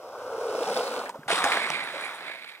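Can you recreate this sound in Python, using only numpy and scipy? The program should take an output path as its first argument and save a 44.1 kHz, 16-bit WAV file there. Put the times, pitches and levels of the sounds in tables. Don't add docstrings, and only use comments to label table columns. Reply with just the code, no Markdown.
import sys
import numpy as np
from scipy import signal
from scipy.fft import rfft, irfft
from scipy.io import wavfile

SR = 44100
rng = np.random.default_rng(int(sys.argv[2]) if len(sys.argv) > 2 else 0)


def digitize_waveform(pressure):
    field = np.atleast_2d(pressure).T
    bounded = np.clip(field, -1, 1)
    quanta = np.round(bounded * 32767).astype(np.int16)
    wavfile.write(sys.argv[1], SR, quanta)


N = 114660
T = np.arange(N) / SR
HZ = np.fft.rfftfreq(N, 1 / SR)
CATCH_RISE_S, KNOCK_RISE_S = 0.0016, 0.00018

# f/Hz, scatter/dB, left lead/rad, left minus right/dB
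NEAR_IMAGE = [(300, -30, .05, -.3), (700, -27, .15, -1), (1600, -17, .62, -2), (2450, -13, 1.7, -2),
              (3200, -7, 1.2, -1), (4300, -8, 3.1, 0), (5300, -6, 5.7, -2), (6800, -3, 6, -4),
              (8300, -8, 7.5, -1), (10000, -3, 8.5, -6), (16000, -2, 6.5, -6)]


def amp(db):
    return 10 ** (np.asarray(db) / 20)


def unit(x):
    return x / np.sqrt(np.mean(x ** 2) + 1e-20)


def curve(rows, column=1):
    rows = np.array(rows)
    before = -120 if rows[0, 0] > .5 else None
    after = -120 if rows[-1, 0] < 2 else None
    return amp(np.interp(T, rows[:, 0], rows[:, column], left=before, right=after))


def across(rows, column=1):
    rows = np.array(rows)
    return np.interp(np.log(HZ + 1), np.log(rows[:, 0]), rows[:, column])


def colour(x, rows):
    cepstrum = irfft(np.log(amp(across(rows))), N)
    cepstrum[1:N // 2] *= 2
    cepstrum[N // 2 + 1:] = 0
    return irfft(rfft(x) * np.exp(rfft(cepstrum)), N)


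def low_cut(x, hz):
    return signal.sosfilt(signal.butter(2, hz, "high", fs=SR, output="sos"), x)


def noise(eq):
    return unit(colour(rng.standard_normal((2, N)), eq))


def wobble(rate_hz):
    ratio = HZ / rate_hz
    return unit(irfft(rfft(rng.standard_normal(N)) * ratio ** 2 / (1 + ratio ** 4), N))


def stones(per_s, spread_db, wash):
    sizes = amp(spread_db * np.minimum(rng.exponential(1, (2, N)), 4))
    clicks = sizes * rng.choice([-1, 1], (2, N)) * (rng.random((2, N)) < per_s / SR)
    return unit(unit(clicks) + wash * rng.standard_normal((2, N)))


def ring(x, hz, width_hz):
    radius = np.exp(-np.pi * width_hz / SR)
    return signal.lfilter([1, 0, -1], [1, -2 * radius * np.cos(2 * np.pi * hz / SR), radius ** 2], x)


def blow(start, rise, decay):
    t = np.maximum(T - start, 0)
    return (1 - np.exp(-t / rise)) * np.exp(-t / decay)


def tone(start, rise, decay, hz):
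    return blow(start, rise, 2 * decay) ** 2 * np.sin(2 * np.pi * hz * (T - start))


def contact(start, rise, decay, hz, width):
    envelope = blow(start, rise, decay)
    burst = rng.standard_normal((2, N)) * envelope
    rung = ring(ring(burst, hz, hz * width), hz, 2 * hz * width)
    return rung * np.linalg.norm(envelope) / np.linalg.norm(rung, axis=1, keepdims=True)


def drone(rows, width_hz):
    times, _, hz = np.transpose(rows)
    carrier = np.exp(2j * np.pi * np.cumsum(np.interp(T, times, hz)) / SR)
    real, imag = irfft(rfft(rng.standard_normal((2, 2, N))) / (1 + (HZ / width_hz) ** 2) ** 4, N)
    return unit(((real + 1j * imag) * carrier).real) * curve(rows)


def ports(pair, image):
    short_waves = HZ ** 2 / (HZ ** 2 + 260 ** 2)
    scatter = short_waves * amp(across(image, column=1))
    lead = np.exp(.5j * short_waves * across(image, column=2))
    tilt = amp(short_waves * across(image, column=3) / 2)
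    shared, apart = rfft(pair) / np.sqrt(1 + scatter ** 2)
    left = (shared + scatter * apart) * lead * tilt
    right = (shared - scatter * apart) / lead / tilt
    return irfft(np.array([left, right]), N)


def air():
    # f/Hz, level/dB
    hush_eq = [(20, -13), (50, -47), (90, 8), (200, -1), (600, -24), (2000, 19), (8000, 7.5), (16000, 0)]
    hush = ports(noise(hush_eq) * amp(2.1 * wobble(rate_hz=4.9)), NEAR_IMAGE)
    buffet = noise([(25, -9), (70, -1), (300, 1), (3000, -67)])
    return amp(-64) * hush + amp(-82) * buffet


def board():
    # t/s, level/dB
    skid_level = [(1.45, -71), (1.53, -28), (1.565, -30.5), (1.63, -30.5), (1.7, -37), (1.745, -31.5),
                  (1.79, -34), (1.9, -39), (2.05, -37), (2.12, -48.5), (2.2, -42.5), (2.28, -37.5),
                  (2.35, -42), (2.39, -45), (2.52, -46), (2.6, -57)]
    # f/Hz, level/dB
    edge_eq = [(50, -41), (200, -10.5), (600, -3), (1200, -4), (1800, 1), (2350, 4.5), (2900, -9),
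               (3900, -3), (4800, -14), (6000, -31), (7800, -24), (10500, -23), (15500, -52)]
    # f/Hz, level/dB
    deck_modes = [(538.3, -74), (651.4, -46), (839.8, -54), (920.5, -55), (1233, -59), (1513, -67),
                  (2186, -50), (2557, -45)]
    # t/s, level/dB, f/Hz, decay/s
    dig_hits = [(1.62, -28.5, 2220, 0.04), (1.732, -21, 2260, 0.011), (1.801, -31, 2070, 0.019),
                (1.932, -31.5, 560, 0.029), (2.031, -33.5, 2210, 0.044), (2.143, -36, 910, 0.013),
                (2.265, -36, 2120, 0.051), (2.465, -42, 2300, .02)]
    # t/s, level/dB
    flick_hits = [(1.836, -44.5), (2.008, -44), (2.045, -43.5), (2.144, -47), (2.476, -56.5)]
    # f/Hz, level/dB
    flick_eq = [(3000, -19), (6000, -14), (7800, -3), (10500, 1.5), (15000, -25)]
    # f/Hz, scatter/dB, left lead/rad, left minus right/dB
    verge_image = [(300, -29, .06, -.3), (700, -26, .18, -1), (1500, -18, .6, -4), (2300, -17, 1.8, -8.5),
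                   (2800, -12, 2.2, -4), (3200, -5, 1.5, -2), (4200, -13, 3, -4), (5800, -3, 5.5, -2),
                   (7800, -3, 6.3, 2), (10500, -3, 10, -7), (16000, -2, 12, -7)]
    rasp = stones(per_s=2000, spread_db=3.5, wash=0.91) * amp(1.86 * wobble(rate_hz=50))
    wood = unit(sum(amp(db) * ring(rasp, hz, width_hz=23) for hz, db in deck_modes))
    digs = sum(amp(db) * contact(t, 0.005, decay, hz, width=0.14) for t, db, hz, decay in dig_hits)
    flicks = unit(colour(stones(per_s=2900, spread_db=4, wash=0.26), flick_eq))
    flicks *= sum(amp(db) * blow(t, CATCH_RISE_S, decay=0.021) for t, db in flick_hits)
    full = unit(colour(rasp, edge_eq)) + amp(-16) * wood
    sputter = amp(-0.5) * unit(low_cut(full, hz=1070) * amp(2.7 * wobble(rate_hz=14)))
    slowed = np.clip((T - 2.4) / 0.21, 0, 1)
    skid = full * np.sqrt(1 - slowed) + sputter * np.sqrt(slowed)
    return ports(skid * curve(skid_level) + digs + flicks, verge_image)


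def impacts():
    # t/s, level/dB, f/Hz, decay/s, relative crack/dB
    knocks = [(1.2803, -28, 2000, 0.0023, -2), (1.302, -17, 1730, 0.0029, -8),
              (1.312, -21.5, 2350, 0.018, -10), (1.4407, -20.5, 1620, 0.0058, 2.5),
              (1.448, -26, 820, 0.0076, -2), (1.5188, -15, 2220, 0.003, -26),
              (1.57, -15.5, 1660, 0.0033, -18), (1.673, -17, 990, 0.0011, -18),
              (1.7022, -15, 910, 0.001, 2.5)]
    # t/s, level/dB, f/Hz, decay/s
    clonks = [(1.283, -16, 814, 0.0042), (1.3035, -14, 675, 0.009), (1.327, -14, 454, 0.0051),
              (1.444, -18, 900, .006), (1.462, -7.5, 760, 0.0027), (1.573, -6.5, 653, 0.0017)]
    # t/s, level/dB, f/Hz, decay/s
    thumps = [(1.186, -36.5, 150, 0.012), (1.19, -28, 278, 0.0037), (1.263, -39, 144.3, 0.0098),
              (1.33, -45, 182, 0.056), (1.44, -47, 72, 0.022), (1.44, -26, 271, 0.011),
              (1.638, -37, 235, 0.012), (1.697, -41.5, 158, 0.033), (1.818, -47, 170, 0.022),
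              (1.949, -41.5, 298, 0.015)]
    clonk_rise_s, thump_rise_s = 0.00085, 0.0021
    hits = np.zeros((2, N))
    crack_noise = noise([(70, -12), (200, 0), (1000, 15.5), (4000, 2), (10000, -1.5), (15000, -14)])
    for t, db, hz, decay, crack_db in knocks:
        crack = amp(crack_db) * crack_noise * blow(t, KNOCK_RISE_S, decay)
        hits += amp(db) * (contact(t, KNOCK_RISE_S, decay, hz, width=0.49) + crack)
    hits = low_cut(hits, hz=170)
    for t, db, hz, decay in clonks:
        overtone = amp(-8) * tone(t, clonk_rise_s, decay, 1.8 * hz)
        hits[0] += amp(db) * (tone(t, clonk_rise_s, decay, hz) + overtone)
    for t, db, hz, decay in thumps:
        hits[0] += amp(db) * tone(t, thump_rise_s, decay, hz)
    return ports(hits, NEAR_IMAGE)


def rider():
    # t/s, chatter/dB, hiss/dB
    scrape_levels = [(1.277, -55, -86), (1.282, -36, -33), (1.298, -24.5, -37), (1.312, -28.5, -31.5),
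                     (1.345, -29, -30), (1.38, -26, -32), (1.425, -27, -39.5), (1.455, -26.5, -36),
                     (1.54, -26, -35), (1.565, -27.5, -42), (1.6, -34.5, -42.5), (1.72, -36.5, -42),
                     (1.85, -38, -58.5), (1.96, -38, -49), (2.12, -38, -53), (2.33, -50, -74),
                     (2.39, -59, -69), (2.6, -52, -89)]
    # f/Hz, level/dB
    chatter_eq = [(40, -43), (100, -25), (180, -29), (280, -6.5), (450, -1.5), (750, 0.5), (1200, 3.5),
                  (1700, 1), (2400, -3), (2900, -16.5), (3700, -4.5), (4700, -20.5), (8000, -25.5)]
    # f/Hz, level/dB
    hiss_eq = [(150, -55), (1500, -9), (3500, 8.5), (5000, -1), (6600, -9.5), (8400, 1), (10800, -7.5),
               (12000, -14), (15500, -27)]
    # t/s, level/dB
    rumble_level = [(1.15, -85), (1.3, -53.5), (1.45, -49.5), (1.58, -59), (1.7, -59), (1.85, -60),
                    (2.33, -67), (2.6, -83)]
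    # f/Hz, level/dB
    rumble_eq = [(25, -13), (50, -25), (70, 6), (100, -12), (135, 3), (170, 13.5), (220, 8), (400, -19)]
    # t/s, level/dB, f/Hz
    squeal = [(1.33, -68, 1001), (1.362, -30, 1077), (1.382, -29.5, 1282), (1.41, -34, 1083),
              (1.435, -30, 895.6), (1.46, -27, 801.4), (1.5, -34.5, 790), (1.56, -56, 935),
              (1.62, -69, 870)]
    coarse = stones(per_s=2200, spread_db=3.0, wash=0.85) * amp(1.3 * wobble(rate_hz=72))
    fine = stones(per_s=2400, spread_db=3.0, wash=1.0) * amp(1.3 * wobble(rate_hz=38))
    chatter = unit(colour(coarse, chatter_eq)) * curve(scrape_levels)
    hiss = unit(colour(fine, hiss_eq)) * curve(scrape_levels, column=2)
    rumble = noise(rumble_eq) * curve(rumble_level)
    return ports(chatter + hiss + rumble + drone(squeal, width_hz=440), NEAR_IMAGE)


def wheels():
    # t/s, level/dB
    slide_level = [(0, -46), (.15, -40), (.33, -36), (.5, -34.5), (.72, -32.5), (.752, -39), (.77, -27.5),
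                   (.85, -33.5), (1.01, -32), (1.04, -34), (1.1, -42.5), (1.12, -51.5), (1.138, -46),
                   (1.158, -37.5), (1.19, -52), (1.27, -49.5), (1.3, -48)]
    # f/Hz, level/dB
    slide_eq = [(40, -63), (110, -28.5), (200, -28), (320, -19.5), (420, -6), (490, -5), (590, -4.5),
                (800, -7), (1150, -10.5), (1500, -11.5), (1900, -47), (3000, -33), (8000, -43)]
    # t/s, level/dB
    grit_level = [(0, -62), (.3, -52), (.55, -43.5), (.76, -37), (.83, -38.5), (1, -42), (1.1, -48.5),
                  (1.12, -58), (1.27, -69), (1.3, -102)]
    # f/Hz, level/dB
    grit_eq = [(100, -63), (600, -5), (1800, 4), (2700, -0.5), (3800, -1.5), (5200, -5), (7000, -8),
               (8200, -4), (10500, -10), (15500, -10)]
    # t/s, level/dB
    spray_hits = [(0.763, -29), (1.093, -34)]
    # t/s, level/dB, f/Hz, decay/s
    catch_hits = [(0.378, -30.5, 496, 0.0091), (0.546, -18, 473, 0.0059), (0.604, -17.5, 460, 0.0084),
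                  (.625, -28, 780, 0.019), (0.669, -26.5, 730, 0.036), (0.698, -21.5, 523, 0.014),
                  (0.7622, -18.5, 682, 0.0078), (0.801, -29, 520, 0.0043), (1.059, -32.5, 1710, 0.012),
                  (1.093, -23, 864, 0.0055), (1.142, -30, 920, 0.0071), (1.231, -33.5, 1470, 0.0036)]
    # t/s, level/dB, f/Hz
    pebble_hits = [(.632, -29.5, 3440), (0.656, -32, 3300), (.675, -33, 3400), (0.743, -29, 2940),
                   (.765, -27, 3500), (.773, -25, 4170), (.793, -28.5, 3000), (.878, -28.5, 4100),
                   (0.939, -34, 3480), (0.963, -28.5, 3170), (.978, -37, 2870), (.992, -30.5, 3820),
                   (1.042, -38, 2820), (1.081, -32, 2600)]
    # t/s, level/dB, f/Hz
    sizzle = [(0, -65, 5300), (.4, -57, 5360), (.7, -46, 5160), (.85, -43.5, 4440), (1.09, -62, 4150),
              (1.13, -80, 4200)]
    # t/s, level/dB, f/Hz
    hum = [(0, -46, 540), (.2, -41.5, 530), (.36, -33.5, 490), (.48, -32, 465), (.55, -31, 480),
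           (.66, -35, 490), (.72, -35, 500), (.86, -32, 490), (1, -35.5, 470), (1.06, -71, 440),
           (1.15, -76, 440)]
    # t/s, level/dB, f/Hz
    flex = [(0, -68, 270), (.5, -54, 279.2), (.72, -47.5, 225.2), (.85, -50, 255.6), (.98, -47.5, 269.2),
            (1.07, -54, 260.4), (1.16, -55.5, 243.4), (1.24, -66, 241), (1.35, -68, 240)]
    # t/s, level/dB, f/Hz
    roll = [(0, -72, 112), (.14, -72, 106.7), (.35, -63, 94.2), (.6, -77, 98), (1.2, -78, 91.7),
            (1.35, -95, 90.6)]
    # f/Hz, scatter/dB, left lead/rad, left minus right/dB
    uphill_image = [(500, -33, 0, 0), (1000, -29, 0, 0), (1450, -17, .3, 2), (1680, -12, 1.4, 1),
                    (1900, -9, 3.6, -3), (2600, -8.5, 5.4, -7), (4100, -8, 8.3, 0), (5200, -10, 10.6, -2),
                    (7000, -4, 11.7, -1), (8300, -4, 9, 3), (10000, -3, 8.4, -4), (16000, -2, 7, -5)]
    pass_s, pass_spread_s, pebble_decay_s = 1.084, 0.0065, 0.0018
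    judder = wobble(rate_hz=31)
    coarse = stones(per_s=2500, spread_db=2.5, wash=0.58) * amp(0.8 * judder)
    fine = stones(per_s=1700, spread_db=1.5, wash=0.59) * amp(0.38 * judder + 1.2 * wobble(rate_hz=64))
    sprays = sum(amp(db) * blow(t, CATCH_RISE_S, decay=0.0038) for t, db in spray_hits)
    slide = unit(colour(coarse, slide_eq)) * curve(slide_level)
    grit = unit(colour(fine, grit_eq)) * (curve(grit_level) + sprays)
    catches = sum(amp(db) * contact(t, CATCH_RISE_S, decay, hz, width=0.22)
                  for t, db, hz, decay in catch_hits)
    pebbles = sum(amp(db) * contact(t, KNOCK_RISE_S, pebble_decay_s, hz, width=0.38)
                  for t, db, hz in pebble_hits)
    treble = grit + pebbles + drone(sizzle, width_hz=1700)
    mids = slide + catches + drone(hum, width_hz=150) + drone(flex, width_hz=133)
    mix = low_cut(mids + treble, hz=48) + drone(roll, width_hz=65)
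    arrived = (1 + np.tanh((T - pass_s) / pass_spread_s)) / 2
    return ports(mix, uphill_image) * (1 - arrived) + ports(mix, NEAR_IMAGE) * arrived


def scene():
    return wheels() + rider() + impacts() + board() + air()


def record(dry):
    # f/Hz, level/dB
    mic_eq = [(20, -3), (10800, 0.5), (11700, -10), (12150, -34), (12850, -28), (13300, -30), (14200, -2),
              (15500, -5)]
    whine_hz = 13140 + 35 * wobble(rate_hz=45)
    whine = amp(-71) * unit(np.sin(2 * np.pi * np.cumsum(whine_hz) / SR))
    heard = colour(dry, mic_eq) + whine * amp([[-7], [2]])
    high_cut = signal.firwin(511, 15900, window=("kaiser", 9), fs=SR)
    return signal.oaconvolve(heard, high_cut[None], "same")


dry = scene()
out = record(dry)
digitize_waveform(out)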